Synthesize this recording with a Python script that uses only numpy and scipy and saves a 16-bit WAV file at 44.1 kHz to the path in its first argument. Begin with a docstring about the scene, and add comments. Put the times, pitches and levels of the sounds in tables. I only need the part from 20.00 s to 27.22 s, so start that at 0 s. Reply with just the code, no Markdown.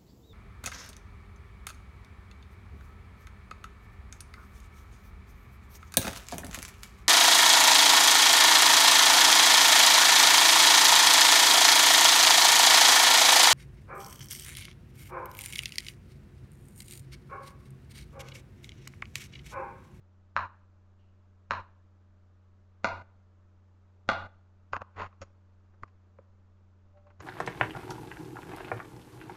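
"""Small plastic and wooden toy parts are handled at a table in a bare room with a low hum.
Two sharp plastic snaps ring a hollow shell, with a faint fingertip rub between them. Two wooden
knocks follow. From 4.7 s a part clatters, slides and is lightly tapped and nudged; two faint
squeaks ring near the end. The microphone's noise suppressor opens for each blow and shuts on its tail."""
import sys
import numpy as np
from scipy import signal
from scipy.fft import rfft, irfft
from scipy.io import wavfile
from scipy.ndimage import uniform_filter1d

SR = 44100
rng = np.random.default_rng(int(sys.argv[2]) if len(sys.argv) > 2 else 0)


def generate_wav(sig):
    """Save sig (samples, or channels by samples) to the path in sys.argv[1] as 16-bit PCM at SR."""
    pcm = np.round(np.clip(np.atleast_2d(sig).T, -1, 1) * 32767).astype(np.int16)
    wavfile.write(sys.argv[1], SR, pcm)


N = 318402
TIME_S = np.arange(N) / SR

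# Table top resonances. Each row: frequency in Hz, width in Hz, gain in dB.
TABLE_MODES = [(200, 90, -7.5), (309, 37, 0), (398, 130, -1), (543, 120, 4)]
# Resonances of the small parts. Each row: frequency in Hz, width in Hz, gain in dB.
PART_MODES = [(750, 230, -3), (1062, 170, 4), (1440, 450, -2), (2060, 500, -5), (2600, 390, -7),
              (4450, 1400, -16), (6800, 470, -12.5)]


def snaps(catch_db=-8, snap_delay_s=0.00075, size=6000):
    """A plastic edge catches, then snaps home and rings the shell. Returns (start s, sound, room dB)."""
    # Each row: start in seconds, crack peak in dB, contact cut-off in Hz,
    # then shell ring, table thud and room send in relative dB.
    events = [(0.3644, -10, 1896, -13.5, -26.5, 0), (1.5082, -12, 2703, -12, -18.5, 0.5)]
    # Short crack of the plastic. Each row: frequency in Hz, width in Hz, gain in dB.
    plastic_modes = [(1250, 510, -0.5), (2380, 1400, -8.5), (4070, 1000, -10.5), (6777, 820, -15.5)]
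    # Longer ring of the hollow shell. Each row: frequency in Hz, width in Hz, gain in dB.
    shell_modes = [(226.4, 76, -16.5), (526, 160, -7), (653, 74, -8), (879.6, 23, -2), (1010, 150, 4),
                   (1230, 97, -2)]
    catch = from_db(catch_db) * signal.unit_impulse(size)
    snap = crack(slips_db=-33, decay_s=0.003, size=size)
    force = catch + np.roll(snap, round(snap_delay_s * SR))
    out = []
    for start_s, peak_db, cut_hz, ring_db, thud_db, room_db in events:
        push = softened(force, cut_hz)
        plastic = blow(push, plastic_modes, peak_db)
        shell = blow(push, shell_modes, peak_db + ring_db)
        thud = blow(push, TABLE_MODES, peak_db + thud_db)
        out.append((start_s, plastic + shell + thud, room_db))
    return out


def knocks(second_edge_s=0.00208, second_edge_db=-7, thud_db=-12, size=6000):
    """A wooden deck lands on one edge, then the other. 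Returns (start s, sound, room dB)."""
    # Each row: start in seconds, wood peak in dB, spot struck (0 middle, 1 end), room send in dB.
    events = [(2.8446, -14, 0.15, 0.5), (4.0894, -11.5, 0.89, .5)]
    # Each row: frequency in Hz, width in Hz, gain in dB struck in the middle, and struck at the end.
    deck_modes = [(218, 90, -8.5, -7), (374.4, 94, -9.5, -6), (504, 60, -20, -8.5), (678, 40, 0, 0),
                  (836, 80, -13, -2.5), (895, 31, -3, -4.5), (1010, 57, -6.5, -14), (1182, 70, -8.5, -0.5),
                  (1439.4, 150, -3.5, 0), (1998, 290, -10.5, -6), (2117, 210, -5, -4.5),
                  (2794, 130, -16, -11.5), (3420, 300, -28, -15), (4860, 830, -27, -26),
                  (5873, 750, -29, -29), (7090, 290, -31, -43)]
    hz, width_hz, middle_db, end_db = np.transpose(deck_modes)
    first_edge = crack(slips_db=-28.5, decay_s=0.0043, size=size)
    second_edge = from_db(second_edge_db) * signal.unit_impulse(size, round(second_edge_s * SR))
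    out = []
    for start_s, peak_db, spot, room_db in events:
        modes = zip(hz, width_hz, middle_db + spot * (end_db - middle_db))
        wood = blow(first_edge + second_edge, modes, peak_db)
        thud = blow(signal.unit_impulse(size), TABLE_MODES, peak_db + thud_db)
        out.append((start_s, wood + thud, room_db))
    return out


def taps(size=6000):
    """A click with a brief scuff rings part and table. Returns (start s, sound, room dB)."""
    # Each row: start in seconds, peak in dB, contact cut-off in Hz, table gain in dB, room send in dB.
    events = [(4.7325, -15.5, 2600, -1.5, -3), (4.7651, -22, 2120, -2, -9), (4.8176, -26, 2000, -1.5, -14),
              (5.8334, -27.5, 1600, -3.5, -11.5), (6.1865, -31, 560, 2, -7)]
    modes = tilted(PART_MODES, db_per_octave=1)
    out = []
    for start_s, peak_db, cut_hz, thud_db, room_db in events:
        force = softened(crack(slips_db=-18, decay_s=0.0022, size=size), cut_hz)
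        out.append((start_s, blow(force, on_table(modes, thud_db), peak_db), room_db))
    return out


def scuffs(reference_db=-30.5, size=6000):
    """A nudged part makes a short run of slips. Returns (start s, sound, room dB)."""
    # Each row: start in seconds, peak in dB, contact cut-off in Hz.
    events = [(4.7285, -37, 4800), (4.965, -42.5, 2280), (5.062, -39.5, 1799), (5.127, -36, 1800),
              (5.216, -30, 9300), (5.737, -43, 1500), (5.878, -43, 4540), (6.728, -54.5, 5026),
              (6.972, -41, 3010), (7.068, -38, 2408), (7.102, -39, 1997), (7.2028, -32.5, 7500)]
    out = []
    for start_s, peak_db, cut_hz in events:
        # A firmer nudge thuds more and keeps more room tail; faint ones sound dry.
        firmness_db = peak_db - reference_db
        thud_db = 2.5 + 0.9 * firmness_db
        room_db = -4 + 0.8 * firmness_db
        force = softened(crack(slips_db=-15, decay_s=0.011, size=size), cut_hz)
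        out.append((start_s, blow(force, on_table(PART_MODES, thud_db), peak_db), room_db))
    return out


def slide(level_db=-35.5, slips_per_s=6000):
    """One push slides a part to rest; dense uneven slips excite it and the table."""
    slips = (rng.random(N) < slips_per_s / SR) * rng.standard_normal(N)
    push = from_db(level_db) * stroke(start_s=4.918, attack_s=0.085, hold_s=0.018, release_s=0.28)
    modes = on_table(tilted(PART_MODES, db_per_octave=-3), thud_db=-3)
    return push * rms_one(body(softened(slips, cut_hz=4200), modes))


def squeaks():
    """Two tones swell and ring out together on each squeak."""
    # Each row: start in seconds, gain in dB, attack in seconds.
    events = [(6.865, -52, .105), (7.03, -53, .04)]
    # Each row: frequency in Hz, relative level in dB.
    partials = [(586, 6), (786, -4)]
    envelope = sum(from_db(gain_db) * stroke(start_s, attack_s, hold_s=0.012, release_s=0.28)
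                   for start_s, gain_db, attack_s in events)
    return envelope * tones(partials, waver_hz=2.98)


def rub(level_db=-64.5):
    """Fingertip friction hisses in one resonance of the plastic and eases off."""
    # The row: frequency in Hz, width in Hz, gain in dB.
    modes = [(2800, 300, 0)]
    press = from_db(level_db) * stroke(start_s=0.975, attack_s=0.018, hold_s=0.025, release_s=0.9)
    return press * rms_one(body(rng.standard_normal(N), modes))


def crack(slips_db, decay_s, size):
    """Contact force: a click, then a dying burst of tiny slips."""
    slips = from_db(slips_db) * rng.standard_normal(size) * np.exp(-TIME_S[:size] / decay_s)
    return signal.unit_impulse(size) + slips


def softened(force, cut_hz):
    """A soft contact lasts longer and so lacks treble."""
    return signal.sosfilt(signal.butter(2, cut_hz, fs=SR, output="sos"), force)


def stroke(start_s, attack_s, hold_s, release_s):
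    """Gain of one movement: rises, holds, then falls 60 dB per release time."""
    age_s = TIME_S - start_s
    rise = np.clip(age_s / attack_s, 0, 1) ** 2
    return rise * np.exp(-np.log(1000) * np.maximum(age_s - attack_s - hold_s, 0) / release_s)


def body(force, modes):
    """A force drives parallel resonances of alternating sign."""
    out = 0
    for k, (hz, width_hz, db) in enumerate(modes):
        radius = np.exp(-np.pi * width_hz / SR)
        poles = [1, -2 * radius * np.cos(2 * np.pi * hz / SR), radius ** 2]
        gain = (-1) ** k * from_db(db) * (1 - radius ** 2) / 2
        out = out + gain * signal.lfilter([1, 0, -1], poles, force)
    return out


def blow(force, modes, peak_db):
    """The ring of one contact at a given peak level."""
    ring = body(force, modes)
    return from_db(peak_db) * ring / np.abs(ring).max()


def tilted(modes, db_per_octave):
    """Tilt mode gains about 1 kHz; a harder contact favours the high modes."""
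    return [(hz, width_hz, db + db_per_octave * np.log2(hz / 1000)) for hz, width_hz, db in modes]


def on_table(modes, thud_db):
    """A part's modes plus those of the table under it."""
    return [(hz, width_hz, db + thud_db) for hz, width_hz, db in TABLE_MODES] + modes


def room(send, tail_db=-4, build_s=0.0045, size=32768):
    """A few distinct reflections, then a diffuse tail that dies band by band."""
    # Each row: frequency in Hz, 60 dB decay time in seconds, relative level in dB.
    tail = [(150, 0.27, -3.5), (487.7, 0.81, -0.5), (960, 0.58, 7), (2220, 0.59, -1.5), (3960, .58, 2.5),
            (6000, 0.34, 0), (8000, 0.33, -1.5)]
    # Each row: delay in seconds, gain in dB.
    reflections = [(.009, -8), (.027, -12.5), (0.0423, -16)]
    age_s = TIME_S[:size]
    bins_hz = np.fft.rfftfreq(size, 1 / SR)
    white = rfft(rng.standard_normal(size))
    build = 1 - np.exp(-(age_s / build_s) ** 2)
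    edges_hz = np.geomspace(60, 10000, 40)
    response = np.zeros(size)
    for low_hz, high_hz in zip(edges_hz, edges_hz[1:]):
        hz = np.sqrt(low_hz * high_hz)
        decay = build * np.exp(-np.log(1000) * age_s / at_hz(tail, hz))
        band = irfft(white * ((bins_hz >= low_hz) & (bins_hz < high_hz)), size)
        response += from_db(tail_db + at_hz(tail, hz, column=2)) * band * decay / np.linalg.norm(decay)
    for delay_s, db in reflections:
        response[round(delay_s * SR)] += from_db(db)
    return signal.fftconvolve(send, response)[:N]


def hum():
    """A low, nearly steady hum."""
    # Each row: frequency in Hz, rms level in dB.
    partials = [(90.8, -47.5), (199.5, -59.5), (312, -69), (598, -65.5)]
    return tones(partials, waver_hz=0.4)


def air(rms_db=-52.5):
    """Steady dull room air and microphone hiss."""
    # Each row: frequency in Hz, relative spectral density in dB.
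    spectrum = [(25, 4.5), (45, -7.5), (130, -15.5), (240, -9), (350, -6), (600, -12.5), (1300, -13),
                (2000, -23), (3000, -28), (5300, -33), (6700, -33.5), (8000, -39)]
    colour = from_db(at_hz(spectrum, np.fft.rfftfreq(N, 1 / SR)))
    return from_db(rms_db) * rms_one(irfft(rfft(rng.standard_normal(N)) * colour, N))


def tones(partials, waver_hz, knots=40):
    """Sines whose pitch wanders slightly."""
    out = 0
    for hz, rms_db in partials:
        wander = np.interp(TIME_S, np.linspace(0, TIME_S[-1], knots), rng.standard_normal(knots))
        phase = 2 * np.pi * np.cumsum(hz + waver_hz * wander) / SR
        out = out + from_db(rms_db) * np.sqrt(2) * np.sin(phase)
    return out


def suppressor(x, open_db, gate_cut_db=12, clear_db=12, band_cut_db=7.5, treble_hz=1900, bass_hz=250):
    """A gate shuts when the treble fades; above the bass, bands near their noise floor sink further."""
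    hz, _, frames = signal.stft(x, SR, nperseg=512)
    power = np.abs(frames) ** 2
    treble = uniform_filter1d(power[hz > treble_hz].sum(axis=0), 3)
    shut = below(treble, open_db, knee_db=1.4)
    bands = uniform_filter1d(uniform_filter1d(power, 7, axis=0), 3, axis=1)  # 7 bins by 3 frames
    floor = np.median(bands, axis=1, keepdims=True)
    weak = below(bands / floor, clear_db, knee_db=12.5) * (hz > bass_hz)[:, None]
    gain = from_db(-gate_cut_db * shut - band_cut_db * weak)
    return signal.istft(frames * gain, SR, nperseg=512)[1][:N]


def below(power, threshold_db, knee_db):
    """Soft switch: 1 under the threshold, 0 above it."""
    return 0.5 - 0.5 * np.tanh((10 * np.log10(np.abs(power) + 1e-20) - threshold_db) / knee_db)


def from_db(db):
    """Decibels to gain."""
    return 10 ** (np.asarray(db) / 20)


def rms_one(x):
    """Scale to unit power."""
    return x / np.sqrt(np.mean(x ** 2) + 1e-20)


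def at_hz(points, hz, column=1):
    """Interpolate a table column over log frequency."""
    points = np.array(points)
    return np.interp(np.log(hz + 1e-9), np.log(points[:, 0]), points[:, column])


def add(track, start_s, sound):
    """Mix a sound into a track."""
    start = round(start_s * SR)
    track[start:start + len(sound)] += sound[:N - start]


def scene(slide_room_db=-14):
    """Contacts, their room sound and the steady background, in mono."""
    direct = slide()
    send = from_db(slide_room_db) * direct
    for start_s, sound, room_db in snaps() + knocks() + taps() + scuffs():
        add(direct, start_s, sound)
        add(send, start_s, from_db(room_db) * sound)
    return (direct + room(send) + squeaks() + rub() + hum() + air())[None]


def record(dry):
    """Noise suppression, then the narrow band of a small speech microphone."""
    stop_db, stop_hz = 34, 8905.38
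    cleaned = suppressor(dry[0], open_db=-58.5)
    return signal.sosfilt(signal.cheby2(8, stop_db, stop_hz, fs=SR, output="sos"), cleaned)[None]


dry = scene()
out = record(dry)
generate_wav(out)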